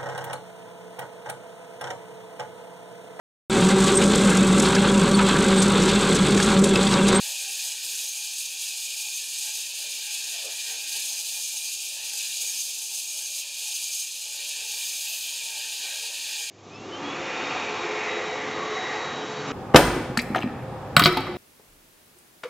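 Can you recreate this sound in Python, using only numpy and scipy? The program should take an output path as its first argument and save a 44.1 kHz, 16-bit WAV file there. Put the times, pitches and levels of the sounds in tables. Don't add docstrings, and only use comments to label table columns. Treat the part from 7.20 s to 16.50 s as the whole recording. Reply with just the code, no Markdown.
import sys
import numpy as np
from scipy import signal
from scipy.fft import rfft, irfft
from scipy.io import wavfile

SR = 44100
rng = np.random.default_rng(int(sys.argv[2]) if len(sys.argv) > 2 else 0)


def unload_wav(signal):
    wavfile.write(
        sys.argv[1],
        SR,
        np.round(np.clip(np.atleast_2d(signal).T, -1, 1) * 32767).astype(np.int16),
    )


N = 410130
TIME = np.arange(N) / SR
HZ = np.fft.rfftfreq(N, 1 / SR)
LAP_S = .7604
USUAL_BITE_DB, USUAL_SHAKE_DB = -35, -57.5
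EDGE_HZ = 15700

# start_s, level_db
FEED_BITE = [(0.0, -34), (1.02, -35.5), (1.58, -36), (2.28, -35.5), (3.12, -36.9), (3.67, -36.5),
             (3.77, -34.1), (4.34, -34), (4.64, -36.5), (5.35, -32.9), (5.49, -34.5), (6.03, -36),
             (6.82, -33.5), (6.9, -38), (7.44, -36.5), (7.66, -33.5), (8.23, -36.5), (9.3, -37.1)]
# centre_s, half_length_s, bite_change_db
WOOD_SPOTS = [(.57, 0.033, -3), (.8, .045, 2), (1.34, 0.029, -3), (1.42, 0.016, 1), (1.8, .017, 3),
              (2.51, .02, -2), (2.67, .018, -2), (3.29, 0.011, -2.5), (4.8, .03, -2.9), (5.77, 0.032, 1.5),
              (6.2, 0.021, 3), (6.28, 0.058, -4.5), (6.56, .012, 2.5), (7.02, .015, 2), (7.14, 0.018, 1),
              (7.3, .03, 1), (9.22, .016, 2)]
# centre_in_lap_s, half_length_s, extra_bite_db
KEEN_TEETH = [(0.079, 0.029, 3), (0.131, 0.009, 2.3), (0.197, 0.02, 2.2), (0.295, 0.036, 1.6),
              (0.448, 0.048, 2.5), (0.576, 0.016, 2), (0.656, 0.014, 3.5), (0.719, 0.038, 2.5)]
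# start_s, share
KEEN_SHARE = [(0, 0.37), (1.5, 0.99), (6.8, 0.53), (7.6, 0.19)]
# start_s, rub_db, log_db, frame_db
BINDING = [(0.0, -38.2, -54, -54), (0.69, -40.5, -58.5, -54.0), (1.03, -40.5, -60.5, -60),
           (1.83, -39.5, -59.5, -61), (2.11, -41, -59, -58), (2.86, -38.0, -58, -54.5),
           (3.51, -38, -54, -52), (4.19, -41, -57.5, -59.7), (4.63, -40.5, -60.5, -66),
           (4.81, -41, -54, -54), (5.19, -38.5, -59.5, -57.5), (5.65, -43.8, -59.5, -65.5),
           (6.49, -38.9, -59, -61), (6.96, -42.5, -62.5, -63.5), (7.37, -38, -55, -56.0),
           (8.03, -38, -57.5, -56.9), (8.67, -37.1, -52.5, -51), (9.3, -37.5, -53, -51.5)]
# centre_s, half_length_s, extra_rub_db, extra_shake_db
KERF_GRABS = [(0.404, 0.021, 2.5, 1.5), (2.27, .06, 1.5, 1.5), (3.505, .04, 1, 4.5), (3.783, .04, 3, 3),
              (4.876, .03, 2, 0.5), (5.025, .03, 3, 0.5), (6.338, 0.031, 0, -1), (7.22, 0.051, 1.5, 2),
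              (7.58, 0.032, 1, 3.5), (8.32, 0.036, -0.5, 3), (8.686, .03, 1, 4), (9.14, 0.029, 2, 1.5)]
# point_hz, density_db (per Hz)
TEAR_COLOUR = [(1900, -52), (2500, -8), (3700, -3), (4900, 1), (5250, 1.5), (5550, -2), (6300, 0),
               (7300, 1), (9000, 0.5), (10200, -2.5), (11200, -7.5), (12500, -5.5), (13700, -13),
               (16000, -19)]
# pitch_hz, width_hz, level_db
TOOTH_MODES = [(6425, 290, -3), (6585, 350, -2), (6800, 280, -12.5)]
# point_hz, density_db (per Hz)
RUB_COLOUR = [(1000, -52), (2000, -26), (2200, -19.5), (2380, 2.5), (2700, 0.5), (3100, -2), (3900, -0.5),
              (4900, -3.5), (5600, -14.5), (7000, -5.5), (10000, -28.5), (16000, -23)]
# centre_s, half_length_s, extra_fizz_db
DUST_CLOUDS = [(.35, .1, 2), (4.2, 0.44, 2), (7.6, .1, 9), (7.98, 0.16, 10)]
# point_hz, density_db (per Hz)
SPRAY_COLOUR = [(6000, -19), (9500, -7), (12000, 0), (14000, -2), (16000, -4)]
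# pitch_hz, width_hz, level_db
BAND_MODES = [(2490, 48, 1), (3120, 14, -18), (3600, 18, -14), (4395, 28, 2), (4823, 49, 5),
              (4980, 30, 6.5), (5170, 44, 5), (6450, 39, -5), (9200, 55, -7)]
# point_hz, density_db (per Hz)
LOG_COLOUR = [(150, -39), (250, -12.5), (400, -13), (460, -6), (520, -10), (600, -0.5), (700, -1), (850, 6),
              (950, 0.5), (1050, -11), (1400, -15), (2500, -37)]
# pitch_hz, width_hz, level_db
LOG_MODES = [(303.7, 8, -11.5), (452, 6.6, -4.5), (487, 9.3, -10), (556.3, 7, -2.5), (590.4, 36, -1.5),
             (855, 26, -0.5), (921.5, 16, -1)]
# point_hz, density_db (per Hz)
FRAME_COLOUR = [(1100, -27), (1420, -15), (1570, -1.5), (1720, 0.5), (1880, -1), (2030, -10.5), (2400, 0.5),
                (3500, -51)]
# pitch_hz, width_hz, level_db
FRAME_MODES = [(1564, 40, -3.5), (1604, 25, -3), (1867, 12, -1.5)]
# point_hz, density_db (per Hz)
SHED_COLOUR = [(20, -40), (45, -31), (80, -18), (110, -8), (150, -12), (240, -1.5), (450, 2), (800, -5.5),
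               (1200, -0.5), (3000, -19)]
# start_s, length_s, starting_pitch_hz, level_db
MOANS = [(0, 0.55, 788, -62.5), (0.496, 0.63, 466, -73.5), (2.447, 0.47, 464, -69.5),
         (3.295, 0.89, 310, -69.5), (4.248, 0.62, 374, -73), (4.543, 0.42, 608, -68),
         (5.404, 0.82, 371, -73), (5.802, 0.68, 606, -68), (6.886, 0.59, 584, -65), (6.99, 0.66, 470, -70),
         (8.098, 0.43, 924, -57.5), (8.108, 0.54, 464, -68), (8.75, 0.67, 310, -69)]
# full_level_s, level_db, pitch_factor, decay_s
KNOCKS = [(.71, -64, .8, 0.039), (2.6, -61, 1.14, 0.13), (3.15, -52.5, 1.24, 0.11),
          (3.25, -47, 1.02, 0.047), (3.75, -61, .85, 0.066), (5.22, -61, .95, 0.047),
          (7.39, -62, 0.83, 0.058), (7.91, -57, 1.23, 0.044), (8.64, -56, 1.5, 0.053),
          (8.74, -53, 1.17, 0.043), (8.91, -61.5, 1.18, 0.025), (9.22, -60, 0.84, 0.055)]
# point_hz, density_db (per Hz)
KNOCK_COLOUR = [(150, -31), (300, -17), (430, -6), (530, 3), (700, -8.5), (900, -16), (1300, -15),
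                (2500, -46)]
# centre_s, pitch_hz (at the centre), level_db
SQUEALS = [(0.9, 6410, -37), (1.96, 6380, -37), (3.9, 6520, -37), (4.25, 6360, -38), (4.37, 6370, -38),
           (5.22, 6370, -39), (5.29, 6650, -35), (5.39, 6340, -36), (5.76, 6360, -38), (5.9, 6550, -36),
           (6.05, 6350, -39), (6.55, 6310, -37), (6.66, 6570, -38), (6.81, 6330, -36)]


def amp(db):
    return 10 ** (np.asarray(db) / 20)


def unit(x):
    return x / np.sqrt(np.mean(x ** 2) + 1e-20)


def curve(rows, column=1):
    rows = np.array(rows)
    return np.interp(TIME, rows[:, 0], rows[:, column])


def swells(rows, clock=TIME):
    out = np.zeros(N)
    for centre, half, db in rows:
        near = abs(clock - centre) < 4 * half
        out[near] += db * np.exp(-.5 * ((clock[near] - centre) / half) ** 2)
    return out


def noise():
    return rng.standard_normal(N)


def wander(low_hz, high_hz, step=32):
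    clock = TIME[::step]
    hz = np.fft.rfftfreq(len(clock), step / SR)
    low_cut = (hz / low_hz) ** 2 / (1 + (hz / low_hz) ** 2)
    shape = low_cut / (1 + (hz / high_hz) ** 4) / np.sqrt(hz + 1)
    spectrum = rfft(rng.standard_normal(len(clock))) * shape
    return np.interp(TIME, clock, unit(irfft(spectrum, len(clock))))


def fading(hits, decay_s):
    return signal.lfilter([1], [1, -np.exp(-1 / (decay_s * SR))], hits)


def colour(x, points, pitch=1):
    hz, db = np.transpose(points)
    skirt = np.minimum(HZ / (hz[0] * pitch), 1) ** 2
    gain = amp(np.interp(np.log(HZ + 1), np.log(hz * pitch), db))
    return unit(irfft(rfft(x) * skirt * gain, N))


def ring(x, modes):
    response = sum(amp(db) / np.sqrt(width) / (1 + 1j * (HZ - hz) / width) ** 2 for hz, width, db in modes)
    return unit(irfft(rfft(x) * response, N))


def effort(uneven_db=0.24, rub_share=.25):
    spots = swells(WOOD_SPOTS)
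    lap_clock = TIME % LAP_S
    laps = swells(KEEN_TEETH, lap_clock) + swells(KEEN_TEETH, lap_clock + LAP_S)
    bite_db = curve(FEED_BITE) + spots + curve(KEEN_SHARE) * laps + uneven_db * wander(10, 35)
    grabs = swells((s, half, rub_db) for s, half, rub_db, _ in KERF_GRABS)
    return bite_db, curve(BINDING) + rub_share * spots + grabs


def tooth_strokes(tooth_hz=238, slip=0.032, depth=0.27, stroke=0.2, uneven_db=4):
    turns = np.cumsum(tooth_hz * (1 + slip * wander(2.3, 60))) / SR
    tooth_sizes = amp(uneven_db * np.clip(noise(), -2, 2))
    size = tooth_sizes[turns.astype(int) % N]
    return unit(1 + depth * size * np.exp(-(turns % 1) / stroke))


def band_flutter(wheel_hz=24.7, wheel_db=0.57, snag_db=0.76, snags_per_s=45, release_s=0.0093):
    catches = rng.uniform(0.37, 1, N) * (rng.random(N) < snags_per_s / SR)
    snags = fading(catches, release_s)
    tremble = np.sin(2 * np.pi * (wheel_hz * TIME + rng.random()))
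    return amp(snag_db * unit(snags - snags.mean()) + wheel_db * tremble)


def grain(x, bite_db, edge_hz=7800, flicker_db=1.06, brighten=0.22):
    bright = irfft(rfft(x) / (1 + (edge_hz / (HZ + 1)) ** 8), N)
    treble_db = brighten * (bite_db - USUAL_BITE_DB) + flicker_db * wander(5, 30)
    return x + bright * (amp(treble_db) - 1)


def cutting(bite_db, rub_db, tear_db=-0.98, teeth_db=-5.5, kerf_db=1.75, scrape_db=0.81, ring_db=0.4):
    strokes = tooth_strokes()
    bite = amp(bite_db) * band_flutter()
    tearing = amp(tear_db) * bite * grain(colour(strokes * noise(), TEAR_COLOUR), bite_db)
    teeth = amp(teeth_db + ring_db * wander(1.4, 8)) * bite * ring(strokes * noise(), TOOTH_MODES)
    rubbing = amp(kerf_db + rub_db + scrape_db * wander(2.2, 40)) * colour(noise(), RUB_COLOUR)
    return tearing + teeth + rubbing


def sawdust(bite_db, per_s=500, spread_db=4, decay_s=0.00031, level_db=-13):
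    size = amp(spread_db * np.minimum(rng.exponential(1, N), 4))
    hits = size * (rng.random(N) < per_s / SR)
    snaps = fading(hits, decay_s) * noise()
    return amp(level_db + bite_db) * colour(snaps, TEAR_COLOUR)


def spray(bite_db, level_db=-52, growth=1.7, puff_db=2.0, puffs_per_s=22, settle_s=0.033):
    bursts = rng.uniform(.4, 1, N) * (rng.random(N) < puffs_per_s / SR)
    puffs = fading(bursts, settle_s)
    fizz_db = level_db + growth * (bite_db - USUAL_BITE_DB) + swells(DUST_CLOUDS)
    return amp(fizz_db + puff_db * unit(puffs - puffs.mean())) * colour(noise(), SPRAY_COLOUR)


def singing(bite_db, rub_db, level_db=-11):
    return amp(level_db + (bite_db + rub_db) / 2) * ring(noise(), BAND_MODES)


def machine(log_db=-3.5, log_modes_db=-10.5, frame_db=-2.14, frame_modes_db=-9,
            log_judder_db=1.5, frame_judder_db=1.5):
    log = amp(log_db) * colour(noise(), LOG_COLOUR) + amp(log_modes_db) * ring(noise(), LOG_MODES)
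    frame = amp(frame_db) * colour(noise(), FRAME_COLOUR) + amp(frame_modes_db) * ring(noise(), FRAME_MODES)
    log = log * amp(curve(BINDING, column=2) + log_judder_db * wander(3.4, 11.3))
    frame = frame * amp(curve(BINDING, column=3) + frame_judder_db * wander(2.5, 12))
    grab_db = swells((s, half, shake_db) for s, half, _, shake_db in KERF_GRABS)
    return amp(grab_db) * (log + frame)


def frame_load():
    return curve(BINDING, column=3) - USUAL_SHAKE_DB


def shed(wash_db=-68, swell_db=1.3, follow=0.13):
    level_db = wash_db + follow * frame_load() + swell_db * wander(0.88, 8.8)
    return amp(level_db) * colour(noise(), SHED_COLOUR)


def motor(hum_hz=113, sag_hz_per_db=1.1, hum_db=-88.0, strain=0.16, fade_db=1.8, waver=0.028):
    load_db = frame_load()
    pitch_hz = (hum_hz - sag_hz_per_db * load_db) * (1 + waver * wander(3.3, 15))
    turns = np.cumsum(pitch_hz) / SR
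    return amp(hum_db + strain * load_db + fade_db * wander(3, 15)) * unit(np.sin(2 * np.pi * turns))


def moans(sag=0.0338, waver=0.0035, shimmer_db=2.5):
    out = np.zeros(N)
    drift = 1 + waver * wander(8.6, 40)
    shimmer = amp(shimmer_db * wander(5.2, 16))
    for start, length, hz, db in MOANS:
        near = (TIME >= start) & (TIME < start + length)
        along = (TIME[near] - start) / length
        turns = np.cumsum(hz * (1 - sag * along) * drift[near]) / SR
        out[near] += amp(db) * np.sqrt(2) * np.sin(np.pi * along) * np.sin(2 * np.pi * turns)
    return out * shimmer


def knocks(rise_s=0.03):
    out = np.zeros(N)
    for full_s, db, pitch, decay in KNOCKS:
        age = np.maximum(TIME - full_s + rise_s, 0)
        attack = np.minimum(age / rise_s, 1)
        decline = np.exp(-np.maximum(age - 2 * rise_s, 0) / decay)
        out += amp(db) * attack * decline * colour(noise(), KNOCK_COLOUR, pitch)
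    return out


def squeals(length_s=.016, fall_per_s=0.493, rough=0.011, level_db=1.0):
    out = np.zeros(N)
    jitter = rough * wander(25, 200)
    for centre, hz, db in SQUEALS:
        near = abs(TIME - centre) < 4 * length_s
        age = TIME[near] - centre
        turns = np.cumsum(hz * (1 - fall_per_s * age + jitter[near])) / SR
        envelope = np.exp(-.5 * (age / length_s) ** 2)
        out[near] += amp(db + level_db) * np.sqrt(2) * envelope * np.sin(2 * np.pi * turns)
    return out


def reflections(x, share, spread_s, shift_hz, count=30, groups=5):
    out = x.copy()
    weights = np.array([wander(shift_hz / 2, shift_hz) for _ in range(groups)])
    for weight in weights / np.linalg.norm(weights, axis=0):
        delays = .001 + np.minimum(rng.exponential(spread_s, count), .08)
        taps = np.zeros(SR // 10)
        taps[(delays * SR).astype(int)] = rng.choice([-1, 1], count) / np.sqrt(count)
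        out += share * signal.oaconvolve(x * weight, taps)[:N]
    return out / np.sqrt(1 + share ** 2)


def scene():
    bite_db, rub_db = effort()
    saw = cutting(bite_db, rub_db) + sawdust(bite_db) + spray(bite_db)
    saw = reflections(saw, share=0.39, spread_s=.01, shift_hz=2.47)
    body = reflections(machine() + shed(), share=0.62, spread_s=.007, shift_hz=3.95)
    mono = saw + singing(bite_db, rub_db) + body + motor() + moans() + knocks() + squeals()
    return np.array([mono, mono])


def record(dry):
    low_pass = signal.firwin(1023, EDGE_HZ, window=("kaiser", 9), fs=SR)
    return signal.oaconvolve(dry, low_pass[None], "same")


dry = scene()
out = record(dry)
unload_wav(out)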